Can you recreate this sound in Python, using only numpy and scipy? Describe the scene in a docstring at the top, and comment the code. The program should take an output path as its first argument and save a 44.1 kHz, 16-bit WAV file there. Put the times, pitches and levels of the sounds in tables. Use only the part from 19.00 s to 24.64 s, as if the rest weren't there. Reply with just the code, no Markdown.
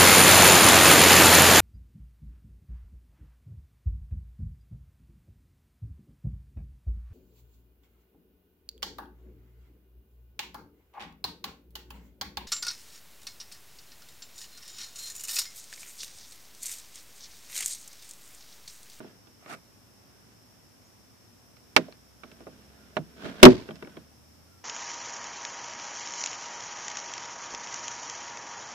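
"""Glove box refitted in a parked car

A plastic glove box is worked back up into the dash of a quiet car, close to the microphone.
The bin scrapes and slides (hails of tiny stick-slip contacts) and rattles; its arm snaps on sharply.
Contacts ring decaying modes and filtered panel noise; the catch's double knock booms through the dash
and overloads the recorder, then loose parts buzz. Behind lie filtered-noise rumble and hiss,
with a swept sine hum and a few faint chirps."""
import sys
import numpy as np
from scipy import signal
from scipy.fft import rfft, irfft
from scipy.io import wavfile
from scipy.ndimage import uniform_filter1d

SR = 44100
rng = np.random.default_rng(int(sys.argv[2]) if len(sys.argv) > 2 else 0)


def store_wav(level_fs):
    """Save 16-bit WAV to argv[1]."""
    pcm = np.round(np.clip(np.atleast_2d(level_fs), -1, 1) * 32767)
    wavfile.write(sys.argv[1], SR, pcm.T.astype(np.int16))


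N = 248724  # length in samples

# Cabin rumble and microphone hiss. Each row: frequency in Hz, relative level in dB per Hz.
FLOOR_COLOUR = [(15, -55.5), (25, -28), (41, -16), (108, -2), (141, -8), (246, -5.5), (377, -12),
                (443, -13.5), (533, -14), (660, -15), (4360, -26.5), (5400, -21.5), (7230, -27),
                (14400, -28)]
FLOOR_DB = -58
# Stereo width of the floor, then of the plastic. Each row: frequency in Hz, left-right correlation.
FLOOR_LIKENESS = [(40, 0.83), (150, 0.2), (600, 0.26), (2000, 0.05), (12000, .1)]
PLASTIC_LIKENESS = [(40, .4), (120, 0.13), (300, 0.99), (600, 0.53), (1500, 0), (12000, 0)]

# A faint low hum, like an engine gathering speed outside. Each row: time in seconds, pitch in Hz.
HUM_PITCH = [(1.8, 56.1), (2.36, 56.0), (3.94, 71.44), (4.36, 66.2), (5.4, 79.7), (5.64, 95.6)]
HUM_DB, HUM_OCTAVE_DB = -64, -73
# The fundamental only comes through once it climbs above this edge.
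HUM_LOW_CUT_HZ, HUM_LOW_CUT_SLOPE = 64, 14
# Faint far chirps. Each row: start in seconds, length in seconds, start pitch in Hz, end pitch in Hz,
# level at the crest in dB.
CHIRPS = [(.39, .05, 5900, 6500, -71), (1.825, .075, 6200, 6900, -70), (3.76, .13, 1430, 1410, -70),
          (4.87, .09, 1550, 1480, -66), (5.46, .17, 1390, 1340, -70)]

# Plastic drags on plastic, lightly, then biting.
# Each row: start of the hold in seconds, hold in seconds, level in dB.
SCRAPES = [(.43, .15, -59.5), (.503, 0.036, -40.5)]
SCRAPE_SWELL_DB_PER_S, SCRAPE_FADE_DB_PER_S = 518, 620
# The hand pushes the bin along its guides.
# Each row: start of the hold in seconds, hold in seconds, level in dB.
PUSHES = [(0.01, 0.067, -54.5), (1.04, 0.29, -66), (2.79, 0.087, -54), (3.24, 0.98, -59), (4.2, .2, -46.5),
          (4.255, 0.011, -36), (4.41, 0.014, -39.5), (4.66, .32, -56)]
PUSH_SWELL_DB_PER_S, PUSH_FADE_DB_PER_S = 211, 151
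# Loose parts are shaken by the catch and buzz until they come to rest.
SHUDDER_DB, SHUDDER_HOLD_S = -25, .035
SHUDDER_SWELL_DB_PER_S, SHUDDER_FADE_DB_PER_S = 5002, 139
# Colour of the rubbing and buzzing. Each row: frequency in Hz, relative level in dB per Hz.
SCRAPE_COLOUR = [(60, -25), (160, 0), (300, -3), (500, -8), (680, 2.5), (1040, -6), (1310, 5), (1600, -7.5),
                 (2210, -2), (3250, -13), (9000, -18.5), (14000, -28)]
SLIDE_COLOUR = [(60, -25), (120, -16), (206, 0), (320, -11), (437, -9), (536, -17), (658, -9), (790, -21),
                (1250, -19), (1550, -14), (2000, -22), (3300, -22), (6000, -34), (14000, -52)]
SHUDDER_COLOUR = [(40, -22), (65, -4), (130, -8), (260, 0), (600, -10), (830, -17), (1000, -13),
                  (1280, -21), (1570, -16), (2200, -20), (4500, -20), (6300, -29), (9000, -42),
                  (14000, -55)]

# Light touches of the loose bin. 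Each row: time in seconds, relative level in dB,
# treble edge of the contact in Hz, bass weight in dB, favoured frequency in Hz, left-minus-right pan in dB.
RATTLES = [(0.004, -34, 1520, 18, 330, -3.5), (0.045, -34, 785, 10.5, 380, -1),
           (0.271, -47.5, 5300, 10, 3330, -9), (0.461, -36, 3200, 9, 800, -1),
           (0.509, -39, 3500, 14.5, 1280, -9), (0.540, -34.5, 5000, 9, 1274, -1),
           (2.568, -49, 6000, -4, 4100, -10.5), (2.884, -34, 780, 7, 598, -5),
           (2.924, -38, 5000, -12, 4250, 4), (3.235, -33.5, 3650, 8.5, 1320, -6),
           (3.316, -42.5, 6270, 12.5, 2620, -5), (3.405, -42, 1900, 20.5, 496, -1),
           (3.469, -26.5, 1060, 5, 566, -4), (3.9678, -13, 3100, 6, 620, -5),
           (3.989, -16.5, 298, 5, 156, -3), (4.254, -25, 1000, 7.5, 206, -6.5),
           (4.298, -26.5, 480, 3.5, 211, -5.5), (4.689, -28.5, 2400, 15.5, 403, -0.5),
           (4.708, -32, 2980, 16, 3200, -1.5), (4.756, -39, 6930, -22, 5010, -13),
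           (4.825, -30.5, 3200, 12.5, 407, 3), (4.848, -40.5, 2840, 18, 2180, -3),
           (4.873, -36.5, 2500, 13.5, 400, 2), (4.969, -36, 3090, 19.5, 3300, -1.5)]
# The arm snaps onto its peg. Each row: time in seconds, relative level in dB,
# treble edge in Hz, bass weight in dB, favoured frequency in Hz, left-minus-right pan in dB.
SNAP = [(2.7632, -17, 2500, -5.5, 1500, -1.5), (2.7643, 3.5, 9900, -6.5, 1920, -4),
        (2.7673, -12, 3000, 3.5, 380, -4)]
# The catch rides over its stop, the bin lands against the dash and rebounds softly.
# Each row: time in seconds, relative level in dB, treble edge in Hz, bass weight in dB,
# favoured frequency in Hz, left-minus-right pan in dB.
CATCH = [(4.4298, 19.5, 12000, -3, 3000, 0.75), (4.4348, 1.5, 1460, -3.5, 350, 0.068),
         (4.4523, 8.5, 14000, -3, 3500, 0.31), (4.4620, 10.5, 1500, 2.5, 250, -2.5),
         (4.531, -18, 500, 4, 330, -2)]
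# Crowded modes of the plastic panels. Each row: frequency in Hz, relative level in dB per Hz.
PANEL_COLOUR = [(60, -31.5), (160, -8), (400, -2.5), (850, -3), (1400, -2.5), (2500, -5), (4500, -8.5),
                (8000, -24.5), (11000, -25.5), (15000, -22.5)]
# How long the panels ring. Each row: frequency in Hz, time to fall 60 dB in seconds.
PANEL_T60 = [(100, 0.31), (400, 0.11), (1200, 0.049), (4000, 0.04), (12000, 0.043)]
# The hanging bin. Each row: frequency in Hz, relative level in dB, time to fall 60 dB in seconds.
BIN_MODES = [(120, -34, .22), (159, -23.5, .22), (226, -25, .16), (260, -24, 0.32), (357, -14.5, 0.097),
             (413, -25, .1), (494, -25, .09), (629.6, -13, 0.1), (990, -21, .05), (1190, -9, 0.033),
             (1450, -5.5, 0.036), (2280, -6.5, .025), (2705, -7, 0.02)]
# The dash with the bin seated in it.
# Each row: frequency in Hz, relative level in dB, time to fall 60 dB in seconds.
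DASH_MODES = [(38, -37, .15), (65, -35.5, 0.27), (117, -33, 0.22), (151, -20.5, 0.097), (194.3, -24, .16),
              (251.6, -6.5, 0.14), (358.4, -18, 0.33), (372.1, -4, .135), (462, -21.5, 0.11),
              (584, -15.5, .12), (617.6, -16, 0.08)]

CUTOFF_HZ = 14900  # top of the recorder's band


def from_db(db):
    """Decibels to gain."""
    return 10 ** (np.asarray(db) / 20)


def rms_one(x):
    """Scale to unit power."""
    return x / np.sqrt(np.mean(x ** 2) + 1e-20)


def in_time(rows):
    """A curve read at every sample."""
    return np.interp(np.arange(N) / SR, *np.transpose(rows))


def at_hz(points, hz):
    """A table read on a log-frequency axis."""
    table_hz, value = np.transpose(points)
    return np.interp(np.log(np.maximum(hz, 1)), np.log(table_hz), value)


def stereo(pair, alike):
    """Two unrelated noises become left and right with a given correlation."""
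    middle = np.sqrt((1 + alike) / 2) * pair[0]
    side = np.sqrt((1 - alike) / 2) * pair[1]
    return middle + side * [[1], [-1]]


def coloured(noise, spectrum, likeness):
    """Give a pair of noises a spectrum and a left-right correlation; unit power."""
    hz = np.arange(N // 2 + 1) * SR / N
    pair = stereo(rfft(noise), at_hz(likeness, hz))
    return rms_one(irfft(pair * from_db(at_hz(spectrum, hz)), N))


def fade(energy, t60):
    """Stored energy leaks away by 60 dB in t60 seconds."""
    return signal.lfilter([1], [1, -np.exp(-np.log(1e6) / (t60 * SR))], energy)


def background(whine_hz, whine_width_hz, whine_db):
    """A steady low rumble, even hiss, and a narrow band of high hiss."""
    hz = np.arange(N // 2 + 1) * SR / N
    floor = from_db(FLOOR_DB) * coloured(rng.standard_normal((2, N)), FLOOR_COLOUR, FLOOR_LIKENESS)
    peak = 1 / (1 + (2 * (hz - whine_hz) / whine_width_hz) ** 2)
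    whine = irfft(rfft(rng.standard_normal((2, N))) * peak, N)
    return floor + from_db(whine_db) * rms_one(whine)


def hum():
    """A gliding low tone with its octave; the fundamental is weak below the low-cut edge."""
    hz = in_time(HUM_PITCH)
    phase = 2 * np.pi * np.cumsum(hz) / SR
    passed = 1 / np.hypot(1, (HUM_LOW_CUT_HZ / hz) ** HUM_LOW_CUT_SLOPE)
    return from_db(HUM_DB) * passed * np.sin(phase) + from_db(HUM_OCTAVE_DB) * np.sin(2 * phase)


def chirps(waver_depth):
    """Short gliding tones with an unsteady pitch, each swelling and fading."""
    out = 0
    for start, length, from_hz, to_hz, level_db in CHIRPS:
        along = np.clip((np.arange(N) / SR - start) / length, 0, 1)
        waver = 1 + waver_depth * rms_one(uniform_filter1d(rng.standard_normal(N), size=200))
        pitch = (from_hz + (to_hz - from_hz) * along) * waver
        tone = np.sin(2 * np.pi * np.cumsum(pitch) / SR)
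        out = out + from_db(level_db) * np.sin(np.pi * along) * tone
    return out


def outside(chirp_waver):
    """The hum and chirps together; root two turns their RMS levels into sine peaks."""
    return np.sqrt(2) * (hum() + chirps(chirp_waver))


def strokes(rows, swell_db_per_s, fade_db_per_s):
    """Each stroke swells, holds and fades; the strongest sets the level in dB."""
    t = np.arange(N) / SR
    levels = []
    for start, hold, level_db in rows:
        before = np.maximum(start - t, 0)
        after = np.maximum(t - start - hold, 0)
        levels.append(level_db - swell_db_per_s * before - fade_db_per_s * after)
    return np.max(levels, axis=0).clip(-200)


def slips(level_db, colour, per_s, spread_db, slip_t60):
    """Stick and slip: a hail of tiny uneven contacts rings in the plastic."""
    born = rng.random(N) < per_s / SR
    sizes = from_db(spread_db * rng.standard_normal(N))
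    energy = fade(born * sizes ** 2 + 1e-18, slip_t60)
    grains = np.sqrt(energy) * rng.standard_normal((2, N))
    return coloured(grains, colour, PLASTIC_LIKENESS) * from_db(level_db)


def rubbing():
    """The bin scrapes briefly, then slides up its guides and shudders as it settles."""
    scrape_db = strokes(SCRAPES, SCRAPE_SWELL_DB_PER_S, SCRAPE_FADE_DB_PER_S)
    slide_db = strokes(PUSHES, PUSH_SWELL_DB_PER_S, PUSH_FADE_DB_PER_S)
    catch_stroke = (CATCH[0][0], SHUDDER_HOLD_S, SHUDDER_DB)
    shudder_db = strokes([catch_stroke], SHUDDER_SWELL_DB_PER_S, SHUDDER_FADE_DB_PER_S)
    scrape = slips(scrape_db, SCRAPE_COLOUR, per_s=1400, spread_db=2, slip_t60=.02)
    slide = slips(slide_db, SLIDE_COLOUR, per_s=1200, spread_db=2.5, slip_t60=.035)
    shudder = slips(shudder_db, SHUDDER_COLOUR, per_s=600, spread_db=2.5, slip_t60=.03)
    return (scrape + slide + shudder) * from_db([[-1.2], [1.2]])  # leans right


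def loose_parts(gain_db, t60_at_1k, shortening):
    """The small part that is touched rings briefly at its own note; high notes die sooner."""
    out, t = np.zeros((2, N)), np.arange(SR // 4) / SR
    for s, level_db, _, _, hz, pan_db in RATTLES:
        t60 = t60_at_1k * (1000 / hz) ** shortening
        start = round(s * SR)
        note = np.sin(2 * np.pi * hz * t) * np.exp(-np.log(1000) * t / t60)
        side_db = pan_db * np.array([[.5], [-.5]])
        out[:, start:start + len(t)] += from_db(level_db + gain_db + side_db) * note
    return out


def clicks(times, sizes):
    """Single-sample impulses, one row of sizes per channel."""
    out = np.zeros((2, N))
    out[:, np.round(times * SR).astype(int)] = sizes
    return out + 1e-18


def force(contacts, hz, bass_hz=550, favour_db=3.0, favour_octaves=0.4):
    """Contact strength at one frequency: soft lacks treble, heavy adds bass, the spot favours some modes."""
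    s, level_db, edge_hz, weight_db, favoured_hz, pan_db = np.transpose(contacts)
    favour = favour_db * np.exp(-(np.log2(hz / favoured_hz) / favour_octaves) ** 2)
    bass = weight_db / (1 + (hz / bass_hz) ** 2)
    softness = np.hypot(1, (hz / edge_hz) ** 3)
    size = from_db(level_db + favour + bass) / softness
    return clicks(s, size * from_db(np.outer([.5, -.5], pan_db)))


def through_bands(drive):
    """Half-octave band-passes, each fed with noise whose strength in time is drive(Hz)."""
    edges = 44 * 2 ** np.arange(0, 8.6, .5)
    white, out = rng.standard_normal((2, 2, N)), 0
    for k, (low, high) in enumerate(zip(edges, edges[1:])):
        hz = np.sqrt(low * high)
        band = signal.butter(2, [low, high], "band", fs=SR, output="sos")
        noise = stereo(white[k % 2], at_hz(PLASTIC_LIKENESS, hz))  # neighbours use separate noises
        out = out + signal.sosfilt(band, noise * drive(hz))
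    return out


def panels(contacts, crack_db, crack_t60, cabin_db, cabin_t60):
    """The crowded upper modes: a brief crack, a short ring and a faint tail in the padded cabin."""
    def drive(hz):
        """Noise strength from the energy stored at one frequency."""
        energy = force(contacts, hz) ** 2
        treble = 1 / (1 + (900 / hz) ** 2)  # the crack is mostly treble
        crack = from_db(crack_db) ** 2 * treble * fade(energy, crack_t60)
        panel_ring = fade(energy, at_hz(PANEL_T60, hz))
        cabin = from_db(cabin_db) ** 2 * fade(energy, cabin_t60)
        return from_db(at_hz(PANEL_COLOUR, hz)) * np.sqrt(crack + panel_ring + cabin)
    return through_bands(drive)


def without_boom(x):
    """Bin and panels are too small to radiate deep bass."""
    return signal.sosfilt(signal.butter(4, 115, "high", fs=SR, output="sos"), x)


def ring(contacts, modes, gain_db, low_cut_hz, top_hz, phase_gap):
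    """Every contact sets the modes ringing; left and right hear them out of step by phase_gap radians."""
    out = 0
    for hz, level_db, t60 in modes:
        pole = np.exp(-np.log(1000) / (t60 * SR) + 2j * np.pi * hz / SR)
        mode = signal.lfilter([1], [1, -pole], force(contacts, hz))
        out = out + from_db(level_db + gain_db) * mode
    heard = np.imag(out * np.exp(1j * phase_gap * np.array([[-.5], [.5]])))
    band = signal.butter(2, [low_cut_hz, top_hz], "band", fs=SR, output="sos")
    return signal.sosfilt(band, heard)


def scene():
    """All contacts share the panels; the catch also shakes the dash."""
    quiet = background(whine_hz=5400, whine_width_hz=600, whine_db=-66.5)
    far = outside(chirp_waver=0.0217)
    rubs = rubbing()
    notes = loose_parts(gain_db=-12, t60_at_1k=.05, shortening=.45)
    clatter = panels(RATTLES + SNAP + CATCH, crack_db=5, crack_t60=0.0066, cabin_db=-33.5, cabin_t60=.25)
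    bin_ring = ring(RATTLES + SNAP, BIN_MODES, gain_db=-8.5, low_cut_hz=87, top_hz=3400, phase_gap=0.98)
    dash_ring = ring(CATCH, DASH_MODES, gain_db=-6.5, low_cut_hz=96, top_hz=2500, phase_gap=0.98)
    return quiet + far + rubs + without_boom(notes + clatter + bin_ring) + dash_ring


def record(dry):
    """The converter clips at full scale and the top is cut."""
    clipped = np.clip(dry, -1, 1)
    return signal.sosfiltfilt(signal.butter(16, CUTOFF_HZ, fs=SR, output="sos"), clipped)


dry = scene()
out = record(dry)
store_wav(out)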